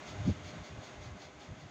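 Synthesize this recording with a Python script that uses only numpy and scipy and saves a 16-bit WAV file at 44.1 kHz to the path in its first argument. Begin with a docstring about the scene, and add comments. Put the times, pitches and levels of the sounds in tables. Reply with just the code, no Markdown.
"""A small room with a ceiling fan: a steady rush of air, a faint motor hum and a soft swish
of the blades about five times a second. The sound of the fan sinks slowly.
Its draught buffets the microphone in low, uneven puffs, one much stronger than the rest."""
import sys
import numpy as np
from scipy import signal
from scipy.fft import rfft, irfft
from scipy.io import wavfile
from scipy.ndimage import uniform_filter1d

SR = 44100
rng = np.random.default_rng(int(sys.argv[2]) if len(sys.argv) > 2 else 0)


def log_audio(samples):
    """Write samples as a 16-bit WAV file to the path given in sys.argv[1]."""
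    # one column per channel
    frames = np.atleast_2d(samples).T
    # limit to full scale, then quantise
    limited = np.clip(frames, -1, 1)
    pcm = np.round(limited * 32767).astype(np.int16)
    wavfile.write(sys.argv[1], SR, pcm)


N = 74970


def undb(db):
    """Decibels to gain."""
    return 10 ** (np.asarray(db) / 20)


def unit(x):
    """Scale to rms 1."""
    return x / np.sqrt(np.mean(x ** 2))


def noise(points):
    """Noise of rms 1, shaped by (freq_hz, relative_db) points."""
    freq_hz, relative_db = np.array(points, float).T
    bins_hz = np.maximum(np.fft.rfftfreq(N, 1 / SR), 1)
    gain = undb(np.interp(np.log(bins_hz), np.log(freq_hz), relative_db))
    return unit(irfft(rfft(rng.standard_normal(N)) * gain, N))


def walk(rate_hz):
    """Smooth random curve, rms about 1, bandwidth rate_hz."""
    bins_hz = np.fft.rfftfreq(2 * N, 1 / SR)
    lowpass = np.exp(-(bins_hz / rate_hz) ** 2)
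    return unit(irfft(rfft(rng.standard_normal(2 * N)) * lowpass))[:N]


def room(x, t, wet_db=-9, t60_s=0.26):
    """Close walls colour the sound and add a short tail."""
    tail = rng.standard_normal(N) * np.exp(-np.log(1000) * t / t60_s)
    wet = signal.fftconvolve(x, tail / np.linalg.norm(tail))[:N]
    return (x + undb(wet_db) * wet) / np.hypot(1, undb(wet_db))


def fan_motor(t, start_gain_db=0.8, fade_db_per_s=4.5, waver_db=4, pitch_drift=0.00516):
    """Faint tones of motor and housing, wavering in pitch and level."""
    # hum tones: pitch_hz, level_db
    tones = [(297, -64), (512, -65), (604, -63), (637, -73.5), (700, -67), (814, -65), (938, -75),
             (1116, -72.5), (1280, -72.5), (1399, -86.5), (3444, -78)]
    hum = np.zeros(N)
    for pitch_hz, level_db in tones:
        drifting_hz = pitch_hz * (1 + pitch_drift * walk(rate_hz=10.26))
        cycles = np.cumsum(drifting_hz) / SR + rng.random()
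        rms = undb(level_db + waver_db * walk(rate_hz=16.5))
        hum += np.sqrt(2) * rms * np.sin(2 * np.pi * cycles)
    return hum * undb(start_gain_db - fade_db_per_s * t)


def fan_air(t, start_db=-48, fade_db_per_s=4.5, flicker_db=0.75):
    """Rush of stirred air; the level flickers slightly and sinks."""
    # air spectrum: freq_hz, relative_db
    spectrum = [(30, -14), (100, -0.5), (300, 3.5), (430, 0), (560, -4), (650, 2), (800, -4), (1100, -3.5),
                (1650, -6.5), (2200, -5), (2750, -10.5), (3400, -10.5), (4300, -16), (5400, -18.5),
                (6700, -15.5), (7600, -24.5), (8600, -39.5), (10000, -51), (15000, -47.5)]
    return noise(spectrum) * undb(start_db - fade_db_per_s * t + flicker_db * walk(rate_hz=8.5))


def fan_swish(t, rise_sigma_s=0.024, fall_sigma_s=0.033):
    """The turning blades swish; a very faint, separate high hiss swells with each swish."""
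    # blade swish spectrum, plus the separate hiss near 15 kHz (last point): freq_hz, relative_db
    swish_and_hiss = [(200, -12.5), (700, 11), (1400, -10), (2200, 7), (2800, -4.5), (3450, 5.5),
                      (3900, -2), (4400, 3), (5500, -3), (6700, 0), (7600, -16.5), (8600, -24.5),
                      (10500, -34.5), (13800, -47), (15200, -22)]
    # blade swishes, about 0.19 s apart: crest_s, level_db
    swishes = [(0.09, -51), (0.28, -52), (0.471, -52), (.662, -54), (0.849, -53.5), (1.04, -55.5),
               (1.229, -54), (1.424, -56.5), (1.608, -60)]
    swell = np.zeros(N)
    for crest_s, level_db in swishes:
        sigma_s = np.where(t < crest_s, rise_sigma_s, fall_sigma_s)
        swell += undb(level_db) * np.exp(-0.5 * ((t - crest_s) / sigma_s) ** 2)
    return noise(swish_and_hiss) * swell


def eddies(low_hz, top_hz, evenness=0.68):
    """Low tumbling air pressure of fairly even strength, rms 1."""
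    band = [(low_hz / 2, -24), (low_hz, 0), (top_hz, 0),
            (top_hz * 2, -20), (top_hz * 5, -52), (5000, -110)]
    flow = signal.hilbert(noise(band))
    strength = np.sqrt(uniform_filter1d(np.abs(flow) ** 2, size=500))
    return unit(flow.real / strength ** evenness)


def draught(t):
    """Puffs of eddying air swell and pass on the microphone."""
    # puffs: crest_s, sigma_s, level_db, low_hz, top_hz
    puffs = [(0.152, 0.046, -47, 70, 127), (0.211, 0.015, -36, 68, 102), (0.258, 0.0085, -30, 75, 122),
             (0.288, 0.016, -26, 142, 193), (0.309, 0.015, -31, 85, 119), (0.36, 0.052, -48.5, 70.6, 111),
             (0.457, 0.048, -48, 70, 126), (0.561, 0.018, -46, 110, 184), (.61, 0.016, -45, 64.5, 125),
             (0.727, 0.019, -46, 63.4, 131), (0.79, .014, -42.5, 75, 103), (1.003, 0.038, -49, 55, 125),
             (1.076, 0.011, -44, 75, 124), (1.124, 0.021, -45.5, 69, 118), (1.165, 0.013, -50, 140, 268),
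             (1.27, .035, -58, 75, 160), (1.38, 0.021, -58, 65, 108), (1.512, .018, -42.5, 74, 171),
             (1.58, 0.011, -53, 60, 130), (1.648, 0.023, -50.5, 74, 127)]
    pressure = np.zeros(N)
    for crest_s, sigma_s, level_db, low_hz, top_hz in puffs:
        swell = undb(level_db) * np.exp(-0.5 * ((t - crest_s) / sigma_s) ** 2)
        pressure += swell * eddies(low_hz, top_hz)
    return pressure


def scene():
    """Air and swish through the room; hum and draught direct. Mono."""
    t = np.arange(N) / SR
    airflow = room(fan_air(t) + fan_swish(t), t)
    return (airflow + fan_motor(t) + draught(t))[None]


def record(dry, low_cut_hz=33, high_cut_hz=15500):
    """The recorder cuts the deepest bass and the top treble."""
    highpass = signal.butter(2, low_cut_hz, "high", fs=SR, output="sos")
    lowpass = signal.ellip(8, 0.2, 70, high_cut_hz, fs=SR, output="sos")
    return signal.sosfilt(lowpass, signal.sosfilt(highpass, dry))


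dry = scene()
out = record(dry)
log_audio(out)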